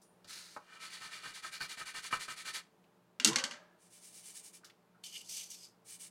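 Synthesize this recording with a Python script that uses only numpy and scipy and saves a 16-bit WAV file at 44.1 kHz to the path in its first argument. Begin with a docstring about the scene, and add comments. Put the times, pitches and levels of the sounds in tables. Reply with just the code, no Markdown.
"""A soft pastel draws one long stroke across scrap paper, then shades back and forth, catching now and then.
Its hiss, and that of fingers smudging and turning the sheet, is friction: random slips through resonances.
The stick drops into its box: impacts ring the sticks, thud the desk and twang the springs of a microphone arm.
Handling adds small ticks and one soft knock; the small room hums faintly, and a desk microphone hears it close."""
import sys
import numpy as np
from scipy import signal
from scipy.fft import rfft, irfft, next_fast_len
from scipy.io import wavfile
from scipy.ndimage import uniform_filter1d

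SR = 44100
rng = np.random.default_rng(int(sys.argv[2]) if len(sys.argv) > 2 else 0)


def log_audio(samples):
    """Write samples as a 16-bit WAV file to the path given in sys.argv[1]."""
    # one column per channel
    frames = np.atleast_2d(samples).T
    # limit to full scale, then quantise
    limited = np.clip(frames, -1, 1)
    pcm = np.round(limited * 32767).astype(np.int16)
    wavfile.write(sys.argv[1], SR, pcm)


N = 269186
T = np.arange(N) / SR  # time [s]
SIZE = 2 * next_fast_len(N // 2 + SR // 2)  # transform length, with room for the tails
HZ = np.maximum(np.arange(SIZE // 2 + 1) * SR / SIZE, 1)  # frequency of each bin [Hz]


def amp(db):
    """Level to gain: 20 dB is a factor of ten in amplitude."""
    return 10 ** (np.asarray(db) / 20)


def unit(x):
    """Normalization: scale to rms 1."""
    return x / np.sqrt(np.mean(np.abs(x) ** 2))


def shape(points):
    """Minimum phase: a causal response through (frequency [Hz], level [dB]) points, with power gain 1."""
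    hz, db = np.transpose(points)
    log_gain = np.log(amp(np.interp(np.log(HZ), np.log(hz), db)))
    # folding the cepstrum onto positive time makes the response causal
    cepstrum = irfft(log_gain)
    cepstrum[1:SIZE // 2] *= 2
    cepstrum[SIZE // 2 + 1:] = 0
    return unit(np.exp(rfft(cepstrum)))


def resonances(modes):
    """Modal superposition: the summed response of damped oscillators, with power gain 1."""
    return unit(sum(amp(db) / (1 + 1j * hz / width * (HZ / hz - hz / HZ)) for hz, width, db in modes))


def lowpass(hz):
    """Contact compliance: a soft contact rolls off steeply above its corner frequency."""
    ratio = HZ / hz
    return 1 / (1 + 1j * np.sqrt(2) * ratio - ratio ** 2) ** 2


def through(x, response):
    """Linear filtering: multiply the spectrum of a sound by a frequency response."""
    return irfft(rfft(x, SIZE) * response)[:N]


def walk(rate):
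    """Band-limited fluctuation: smooth chance of rms 1, changing about rate times a second."""
    k = max(int(SR / rate), 1)
    steps = np.repeat(rng.standard_normal(N // k + 1), k)[:N]
    return unit(uniform_filter1d(uniform_filter1d(steps, k), k))


def gliding_band(hz, width):
    """Modulation: slow complex noise on a carrier gives a narrow band round a moving centre, rms 1."""
    carrier = np.exp(2j * np.pi * np.cumsum(hz * np.ones(N)) / SR)
    return unit(np.real((walk(width) + 1j * walk(width)) * carrier))


def curve(rows, axis=1):
    """Envelope: the gain from one level column of a curve, silent outside its times."""
    rows = np.array(rows)
    level_db = np.interp(T, rows[:, 0], rows[:, axis])
    return amp(level_db) * (T >= rows[0, 0]) * (T <= rows[-1, 0])


def burst(start, t60):
    """Impact: a contact is a dense run of tiny random impulses that decays exponentially."""
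    out, first = np.zeros(N), int(start * SR)
    age = T[:min(int(2 * t60 * SR), N - first)]
    out[first:first + len(age)] = rng.choice([-1, 1], len(age)) * amp(-60 * age / t60)
    return out


def friction(grain_rate, grain_db, flutter_db, flutter_rate):
    """Stick-slip: dense clicks of uneven size, bunched by the changing grip on the paper's tooth."""
    sizes = amp(grain_db * rng.standard_normal(N))
    slips = (rng.random(N) < grain_rate / SR) * rng.choice([-1, 1], N) * sizes
    return unit(slips * amp(flutter_db * walk(flutter_rate)))


def stroke_times(bouts):
    """Periodic motion: split bouts into even strokes (start [s], length [s], fastest share, dip [dB])."""
    times = []
    for start, end, count, fastest, dip_db in bouts:
        for s in np.linspace(start, end, count, endpoint=False):
            times.append((s, (end - start) / count, fastest, dip_db))
    return times


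STROKE_SCATTER_DB = 0.4647  # chance difference from stroke to stroke


def strokes(bouts, power, dip_scale=1, push_db=0):
    """Reciprocating motion: the gain follows the speed of the hand and dips at each turn."""
    gain = np.zeros(N)
    for k, (start, length, fastest, dip_db) in enumerate(stroke_times(bouts)):
        inside = (T >= start) & (T < start + length)
        corners = start + length * np.array([0, fastest, 1])
        phase = np.interp(T[inside], corners, [0, np.pi / 2, np.pi])
        turn = amp(dip_db * dip_scale)
        strength = amp(push_db * (k % 2) + STROKE_SCATTER_DB * rng.standard_normal())
        gain[inside] = strength * (turn + (1 - turn) * np.sin(phase) ** power)
    return uniform_filter1d(gain, size=400)


# spectrum of the air: (frequency [Hz], relative level [dB per Hz])
ROOM_AIR = [(20, -31.5), (85, -22.5), (100, -21), (120, -6.5), (145, -16), (175, -2.5), (245, -11.5),
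            (370, -10), (590, -15), (800, -12.5), (1100, -15.5), (2050, -24.5), (6000, -33.5), (16000, -38)]
ROOM_AIR_DB = -70.5
# fan and mains hum: (mean frequency [Hz], mean level [dB])
HUM = [(118.4, -89.5), (177.0, -76.5), (346, -87), (446.8, -82.5), (597.5, -83.5)]


def background():
    """Stationary noise: faint fan air, with hum tones wavering in pitch and level."""
    out = through(rng.standard_normal(N), shape(ROOM_AIR)) * amp(ROOM_AIR_DB + .5 * walk(6.3))
    for hz, db in HUM:
        pitch = hz * (1 + .006 * walk(11))
        tone = unit(np.sin(2 * np.pi * np.cumsum(pitch) / SR))
        out += amp(db + 1.1 * walk(12.0)) * tone
    return out


# ticks and squeaks of paper and fingers: (time [s], level [dB], centre [Hz], width [octaves], t60 [s])
HANDLING_TICKS = [(0.017, -65, 6000, 0.9, 0.18), (0.031, -69, 9400, 0.1, 0.45),
                  (0.2447, -57.5, 4340, 0.7, 0.09), (2.8407, -68, 2370, 0.94, 0.056),
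                  (4.634, -60.5, 1500, 0.4, 0.23), (4.645, -53.5, 4850, 1.11, 0.163),
                  (4.698, -55, 2600, 1.12, 0.052), (4.945, -69.5, 1419, 0.16, 0.3),
                  (5.0392, -45, 3500, 0.92, 0.018), (5.0597, -44.5, 2996, 0.126, 0.021),
                  (5.503, -45, 6970, 0.7, 0.065), (5.632, -53, 4950, 0.14, 0.17)]


def ticks():
    """Impulse excitation: each small contact sounds through one narrow or broad resonance."""
    out = np.zeros(N)
    for s, db, hz, octaves, t60 in HANDLING_TICKS:
        # the width in octaves is taken as a share of the centre frequency
        out += amp(db) * through(burst(s, t60), unit(resonances([(hz, hz * octaves, 0)]) ** 2))
    return out


# how hard the pastel bears on the paper: (time [s], relative hiss level [dB], relative chalk body level [dB])
PRESSURE = [(0.6, -71.5, -65), (0.76, -57.5, -55), (0.83, -48.5, -55.5), (1.15, -48, -53),
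            (1.4, -47.5, -54), (1.56, -46, -52), (1.9, -46, -50), (2.14, -42, -50), (2.39, -46, -55.5),
            (2.55, -39.5, -47), (2.63, -45.5, -42)]
# bouts of even back-and-forth strokes, the hand speeding up; slow ones loop round the turn, quick ones
# almost stop: (start [s], end [s], strokes [count], fastest point [share of stroke], relative turn dip [dB])
SHADING = [(0.6, 0.792, 1, 0.783, -16), (0.792, 1.1, 3, 0.396, -10), (1.1, 1.33, 2, 0.352, -10.5),
           (1.33, 1.51, 2, 0.344, -23), (1.51, 2.613, 13, 0.3486, -26.5)]
# the stick lands, and later snags hard: (time [s], chalk level [dB], desk thump level [dB])
LANDING_AND_SNAGS = [(0.247, -60.5, -61), (1.258, -48, -61), (1.444, -42, -79), (1.606, -36, -55),
                     (1.811, -43, -64.5), (2.127, -26.3, -46.5), (2.282, -43, -60)]
# every push from the second on catches as it sets off and again at speed:
# (time [share of stroke], chalk level re chalk body [dB], desk thump level re chalk body [dB])
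PUSH_CATCHES = [(0.12, 2, -10), (0.5, 3, -10)]
CATCH_T60_S, CATCH_SCATTER_S = 0.0936, 0.003


def catch_events():
    """Static friction: the landing, hard snags and lighter push catches whose level follows the pressure."""
    times, _, body_db = np.transpose(PRESSURE)
    events = list(LANDING_AND_SNAGS)
    for start, length, _, _ in stroke_times(SHADING)[3::2]:
        db = np.interp(start, times, body_db)
        for share, chalk_db, thump_db in PUSH_CATCHES:
            s = start + share * length + CATCH_SCATTER_S * rng.standard_normal()
            events.append((s, db + chalk_db, db + thump_db))
    return events


# resonances of the chalky body on paper: (frequency [Hz], width [Hz], relative level [dB])
CHALK_MODES = [(371, 73, -29), (755, 84, -23), (1291, 73.7, -1), (1533.6, 117, 0), (1801, 34.1, 2.5),
               (1960, 34, -16.5), (2369, 69, 2), (2830, 147, -1.5)]
# spectrum of the desk: (frequency [Hz], relative level [dB per Hz])
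DESK_THUMP = [(25, -9.5), (70, -16), (105, -5.5), (140, 5), (200, -11), (350, -12.5), (700, -13),
              (2000, -60)]


def catches():
    """Impulsive excitation: each contact rings the chalk body and thumps the desk."""
    events = catch_events()
    chalk = sum(amp(db) * burst(s, CATCH_T60_S) for s, db, _ in events)
    thumps = sum(amp(db) * burst(s, 0.1726) for s, _, db in events)
    chalk_response = unit(resonances(CHALK_MODES) * lowpass(2260))
    return through(chalk, chalk_response) + through(thumps, shape(DESK_THUMP))


# spectrum of the long stroke: (frequency [Hz], relative level [dB per Hz])
LONG_HISS = [(300, -21), (800, -16), (1400, -1.5), (2500, -2), (3300, -6), (4000, 4), (4700, 2), (5400, -1),
             (6400, -1), (7500, -5), (9800, -4), (10400, -11), (13000, -15), (16000, -22.5)]
# a quick attack, a short hold, then it eases off until the stick lifts
LONG_START_S, LONG_ATTACK_S, LONG_HOLD_S, LONG_END_S = 0.2685, 0.0303, 0.055, 0.578
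LONG_DB, LONG_FADE_DB_PER_S, LONG_LIFT_DB = -49.5, 54.5, -10.6


def long_stroke():
    """Sliding friction: steady slips hiss under an attack, a hold and a fade that steps down at the lift."""
    age = T - LONG_START_S
    fade_db = LONG_FADE_DB_PER_S * np.maximum(age - LONG_ATTACK_S - LONG_HOLD_S, 0)
    level_db = LONG_DB - fade_db + LONG_LIFT_DB * (T > LONG_END_S)
    envelope = uniform_filter1d(np.clip(age / LONG_ATTACK_S, 0, 1) * amp(level_db), size=400)
    slips = friction(grain_rate=6500, grain_db=2.0, flutter_db=0.8538, flutter_rate=200)
    return through(slips * envelope, shape(LONG_HISS))


# resonances of the soft knock: (frequency [Hz], width [Hz], relative level [dB])
KNOCK_MODES = [(388, 430, -14.5), (665, 48, -1.5), (896, 268, 0), (1104, 57, 0), (1260, 56, -1),
               (1490, 86, -8.5), (1810, 76, -10.5)]
# a soft knock on the desk: (time [s], relative level [dB], t60 [s])
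DESK_KNOCK = (0.5635, -39.5, .085)


def knock():
    """Modal response: a sharp contact and its longer decay excite the damped desk."""
    s, db, t60 = DESK_KNOCK
    contact = burst(s, t60) + amp(1.5) * burst(s, 0.0069)
    return amp(db) * through(contact, unit(resonances(KNOCK_MODES) * lowpass(1885)))


# scratchy resonances of the paper: (frequency [Hz], width [Hz], level re hiss effort [dB])
SCRATCH_MODES = [(2353, 160, -12.5), (4380, 550, -10)]
SCRATCH_SHIFT_DB, SCRATCH_SHIFT_RATE = 4.5, 11  # spread of the swelling, and its changes a second


def scratch(effort):
    """Moving excitation point: high paper resonances swell and fade independently."""
    out = 0
    for hz, width, db in SCRATCH_MODES:
        slips = friction(grain_rate=2200, grain_db=3.5, flutter_db=1.0, flutter_rate=120)
        swell = unit(amp(SCRATCH_SHIFT_DB * walk(SCRATCH_SHIFT_RATE)))
        out = out + amp(db) * through(slips * effort * swell, resonances([(hz, width, 0)]))
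    return out


def paper(push, shift_db):
    """Modal coupling: under a moving contact each mode of the paper swells and fades on its own."""
    spectrum = rfft(push, SIZE) * lowpass(3370)
    total = np.sqrt(sum(amp(db) ** 2 * width for _, width, db in CHALK_MODES))
    out = 0
    for hz, width, db in CHALK_MODES:
        ring = irfft(spectrum * resonances([(hz, width, db)]))[:N]
        swell = unit(amp(shift_db * walk(16.126)))
        out = out + amp(db) * np.sqrt(width) / total * ring * swell
    return out


# spectra of shading hiss and desk rumble: (frequency [Hz], relative level [dB per Hz])
PASTEL_HISS = [(900, -27.5), (2000, -3), (2700, -11.5), (3300, -5.5), (3700, -7.5), (4400, -3), (5200, -10),
               (7000, -9.5), (8700, -10.5), (9900, -9.5), (10300, -15), (11500, -18.5), (13000, -26),
               (16000, -30.5)]
DESK_SCRUB = [(30, -17.5), (80, -12), (135, 2.5), (220, -24.5), (400, 0), (800, -2), (1100, 11.5),
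              (2000, -24.5)]
PUSH_DB = 3  # every second stroke pushes against the paper's tooth, and its body rings louder


def shading():
    """Rate-dependent friction: slips hiss, brighter in quick strokes, and judder rings paper and desk."""
    effort = curve(PRESSURE, axis=1) * strokes(SHADING, power=1.28)
    slips = friction(grain_rate=6500, grain_db=2.0, flutter_db=0.8538, flutter_rate=200)
    hiss = through(slips * effort, shape(PASTEL_HISS))

    starts, lengths, _, _ = np.transpose(stroke_times(SHADING))
    pace = np.interp(T, starts, 1 / lengths)  # strokes a second
    dull = through(hiss, np.abs(lowpass(6200)))
    hiss = dull + (hiss - dull) * amp(1.176 * (pace - 12.5))

    judder = friction(grain_rate=2500, grain_db=4.5, flutter_db=0.0, flutter_rate=110)
    judder = judder * curve(PRESSURE, axis=2)
    body_motion = strokes(SHADING, power=1.39, dip_scale=0.64, push_db=PUSH_DB)
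    body = paper(judder * body_motion, shift_db=1.5)
    # the high power confines the desk rumble to the fast middle of a stroke
    scrub_motion = strokes(SHADING, power=6.6, dip_scale=2.6, push_db=PUSH_DB)
    scrub = through(judder * scrub_motion, shape(DESK_SCRUB))
    return amp(-1.25) * hiss + scratch(effort) + amp(0.5) * body + amp(-14) * scrub


def stick_ring(start, hz, t60):
    """Free vibration: the bending mode of one struck stick is a decaying sine."""
    age = np.maximum(T - start, 0)
    return np.sqrt(2) * np.sin(2 * np.pi * hz * age) * amp(-60 * np.minimum(age / t60, 5))


# spectra of the clack and of the long ring of the box and things beside it:
# (frequency [Hz], relative level [dB per Hz])
CLACK_BODY = [(30, -31), (110, -28), (220, -10), (500, -31.5), (800, -24), (1250, -8), (2000, -3),
              (2500, -4.5), (2850, 0.5), (3600, -2.5), (5200, 2.5), (8000, -0.5), (9700, -6.5),
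              (12000, -13.5), (16000, -32.5)]
BOX_TAIL = [(100, -21.5), (450, -7), (750, 1), (1200, 0.5), (1700, -1.5), (2200, -7), (3500, -13),
            (6000, -22.5), (12000, -46.5)]
# resonances of the sticks: (frequency [Hz], width [Hz], relative level [dB])
STICK_MODES = [(1938.7, 22, 6.5), (2960, 100, -16), (3198, 120, -2), (4450, 97, 3.5), (4640, 31, -9.5),
               (5888, 69, 0), (6235, 89, -0.5), (6640, 110, -1.5), (6800, 210, -7.5), (7690, 38, -6.5),
               (8693, 65, -7.5), (8420, 20, -11), (10466, 52, -4.5), (10900, 44, -19.5)]
# sticks clacking in their box: (time [s], relative level [dB], treble tilt [dB per octave], t60 [s],
# pitch of the struck stick [Hz], rebounds [count])
CLACKS = [(3.1995, -28, -7, .02, 2834, 0), (3.2469, -14.2, 0, 0.0362, 2767, 3),
          (3.3313, -36.5, -6, 0.035, 3730, 0), (3.3587, -21.5, -5.5, 0.032, 2150, 3),
          (3.439, -27.3, -4.5, 0.0356, 3160, 1), (3.5106, -38.5, -8, 0.0394, 2084, 2)]
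# a stick rocks after a clack: (delay [s], level re clack [dB])
REBOUNDS = [(0.011, -13), (0.026, -10), (0.0395, -16.5)]
REBOUND_T60_S, REBOUND_TILT_DB = 0.074, -1  # rebounds are duller, by this extra tilt per octave
RATTLE_DB, RATTLE_GROWTH = -32, 0.42  # neighbours' level for a 0 dB clack, and share of its dB they follow
THUD_DB = -25  # the desk, relative to the clack


def box():
    """Collision: a crack rings one stick and jolts its neighbours, thuds the desk and rings the box longer."""
    ring = unit(shape(CLACK_BODY) * (1 + amp(-14.5) * resonances(STICK_MODES)))
    octaves = np.log2(np.clip(HZ, 2000, None) / 4000)  # the tilt pivots at 4 kHz and is flat below 2 kHz
    out, tail, thud = np.zeros(N), np.zeros(N), np.zeros(N)
    for s, db, tilt_db, t60, hz, rebounds in CLACKS:
        crack = amp(db) * (burst(s, t60) + burst(s, 0.0076))
        rattle = amp(RATTLE_DB + RATTLE_GROWTH * db) * burst(s, 0.254)
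        rocking = np.zeros(N)
        for delay, drop_db in REBOUNDS[:rebounds]:
            rocking += amp(db + drop_db) * burst(s + delay, REBOUND_T60_S)
        out += through(crack + rattle, unit(ring * amp(tilt_db * octaves)))
        out += through(rocking, unit(ring * amp((tilt_db + REBOUND_TILT_DB) * octaves)))
        out += amp(db - 9) * stick_ring(s, hz, t60=.05)
        tail += amp(db - 28) * burst(s, .72)
        thud += amp(db + THUD_DB) * burst(s, .16)
    desk_response = unit(resonances([(245.7, 190, 0)]) ** 2)
    return out + through(tail, shape(BOX_TAIL)) + through(thud, desk_response)


# rings of the desk and arm springs: (final frequency [Hz], relative level [dB], t60 [s],
# starting pitch [share of final], noise [share of power])
TWANGS = [(130, -47.5, 0.3, 1.3, 0.7), (213.7, -35, 0.1266, 1.08, 0.2), (351.6, -33.5, .17, .8, .3),
          (483.5, -45.5, .22, .75, 1), (639.5, -53, .78, .6, .8), (1220.4, -43, .45, .73, 0.7),
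          (1695, -51.5, .72, 0.74, .95)]
TWANG_START_S = 3.251  # set off by the hardest clack
TWANG_RISE_SHARE, TWANG_GLIDE_SHARE = 0.2107, 0.24  # swelling and gliding times as shares of t60
TWANG_WIDTH_HZ, TWANG_WIDTH_SHARE = 60, 0.085  # width of the blur: a base plus a share of the final pitch


def springs():
    """Dispersion: each wave family swells, glides to its final pitch and fades, blurred by crossing waves."""
    out, age = 0, np.maximum(T - TWANG_START_S, 0)
    for final_hz, db, t60, from_share, noisy in TWANGS:
        rise = TWANG_RISE_SHARE * t60
        swell = np.minimum(age / rise, 1) * amp(-60 * np.maximum(age - rise, 0) / t60)
        hz = final_hz * (1 + (from_share - 1) * np.exp(-age / (TWANG_GLIDE_SHARE * t60)))
        tone = unit(np.sin(2 * np.pi * np.cumsum(hz) / SR))
        blur = gliding_band(hz, TWANG_WIDTH_HZ + TWANG_WIDTH_SHARE * final_hz)
        out = out + amp(db) * swell * (np.sqrt(1 - noisy) * tone + np.sqrt(noisy) * blur)
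    return out


# bouts of fingertip strokes: (start [s], end [s], strokes [count], fastest point [share of stroke],
# dip at the turn [dB])
SMUDGING = [(3.785, 4.335, 5, 0.446, -9), (4.335, 4.52, 2, 0.285, -16.5), (4.52, 4.6, 1, 0.41, -25),
            (5.848, 5.982, 1, 0.598, -17), (5.982, 6.1, 1, 0.347, -32.5)]
# how hard the fingertip rubs: (time [s], relative hiss level [dB], relative thin high ring level [dB])
TOUCH = [(3.78, -69.5, -86.5), (4.03, -56, -68), (4.4, -50.5, -57.5), (4.6, -57.5, -79), (5.85, -51.5, -61),
         (6.1, -51.5, -53.5)]
# spectrum of skin on powder: (frequency [Hz], relative level [dB per Hz])
FINGER_HISS = [(600, -30), (1600, -16.5), (2400, -7), (4100, -5.5), (4800, -3.5), (6500, -1.5), (7400, -1),
               (8500, 0.5), (9900, 2), (10400, -5.5), (11300, -7), (12500, -13.5), (16000, -16)]
# paper resonances under the finger: (frequency [Hz], width [Hz], relative level [dB])
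SMUDGE_MODES = [(1872.4, 21.3, -1), (2390, 54, 1.9), (3057, 47, -2.4)]


def fingers():
    """Soft friction: skin on powder hisses high, faintly rings the paper and adds a thin ring as it grips."""
    motion = strokes(SMUDGING, power=1.406)
    slips = friction(grain_rate=18000, grain_db=4, flutter_db=0.83, flutter_rate=160)
    rub = slips * curve(TOUCH, axis=1) * motion
    ring = gliding_band(hz=8415, width=600) * curve(TOUCH, axis=2) * motion
    return ring + through(rub, shape(FINGER_HISS) + amp(-19.5) * resonances(SMUDGE_MODES))


# the sheet is turned in two shoves, each: (time [s], relative hiss level [dB], relative low rasp level [dB])
SHOVES = [
    [(5.03, -95, -90), (5.038, -48.5, -56), (5.066, -49, -59), (5.112, -58.5, -65), (5.14, -49.5, -54.5),
     (5.16, -46.5, -45), (5.198, -54, -69.5), (5.216, -53, -56.5), (5.234, -63, -74), (5.25, -61.5, -79)],
    [(5.25, -59, -78), (5.264, -60, -82), (5.296, -44, -61.5), (5.398, -44.5, -48.5), (5.486, -59, -72),
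     (5.516, -48, -55.5), (5.578, -58, -70.5), (5.65, -55, -65), (5.732, -82, -99), (5.75, -85.5, -95.5)],
]
# pitch of the paper pressed under the fingers: (time [s], frequency [Hz])
PRESSED_PITCH = [(5.04, 3084), (5.24, 2911), (5.3, 5730), (5.4, 6200), (5.52, 5820), (5.62, 4900)]
# spectrum of the sliding sheet: (frequency [Hz], relative level [dB per Hz])
SHEET_HISS = [(60, -24), (500, -23), (1600, -24.5), (2400, -11), (4000, -7.5), (4600, 1.5), (5200, -2),
              (6300, 1.5), (7000, -3), (8200, -1), (9900, -6), (10500, -10.5), (12000, -8.5),
              (13000, -15.5), (16000, -26)]
# resonances of the rasping sheet: (frequency [Hz], width [Hz], relative level [dB])
SHEET_MODES = [(2444, 286, -0.05), (3007, 410, 1.5), (3255, 246, -2)]


def sheet():
    """Driven resonance: the sliding drawing hisses and rasps; its pressed patch shifts pitch with the grip."""
    slide = np.vstack(SHOVES)
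    speed, grip = curve(slide, axis=1), curve(slide, axis=2)
    hiss = friction(grain_rate=13000, grain_db=4.5, flutter_db=1.86, flutter_rate=180) * speed * amp(-1.5)
    rasp = friction(grain_rate=2100, grain_db=0.0, flutter_db=0.5, flutter_rate=83) * grip * amp(-3.5)
    rasp_response = unit(resonances(SHEET_MODES) * resonances([(2910, 1320, 0)]))

    centre = np.interp(T, *np.transpose(PRESSED_PITCH))
    patch = unit(gliding_band(centre, width=450) + 0.47 * gliding_band(centre, width=1300))
    patch = patch * np.sqrt(speed * grip) * amp(-3.5)
    return patch + through(hiss, shape(SHEET_HISS)) + through(rasp, rasp_response)


def room(x, early_db, early_t60, late_db, late_t60):
    """Reverberation: quick reflections off the desk and a short, duller tail from the walls."""
    early = unit(rfft(burst(0.0012251, early_t60), SIZE))
    late = unit(rfft(burst(.012, late_t60), SIZE)) / (1 + 1j * HZ / 6000)
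    return through(x, 1 + amp(early_db) * early + amp(late_db) * late)


def scene():
    """Superposition: one microphone hears the desk in its room, plus the springs and background directly."""
    pastel = catches() + long_stroke() + shading()
    desk = ticks() + pastel + knock() + box() + fingers() + sheet()
    reflected = room(desk, early_db=-10, early_t60=0.075, late_db=-12.5, late_t60=0.24)
    return (background() + reflected + springs())[None]


TOP_HZ = 15900


def record(dry):
    """Band limiting: the recorder cuts the top with a steep elliptic low-pass."""
    return signal.sosfilt(signal.ellip(10, .2, 70, TOP_HZ, fs=SR, output="sos"), dry)


dry = scene()
out = record(dry)
log_audio(out)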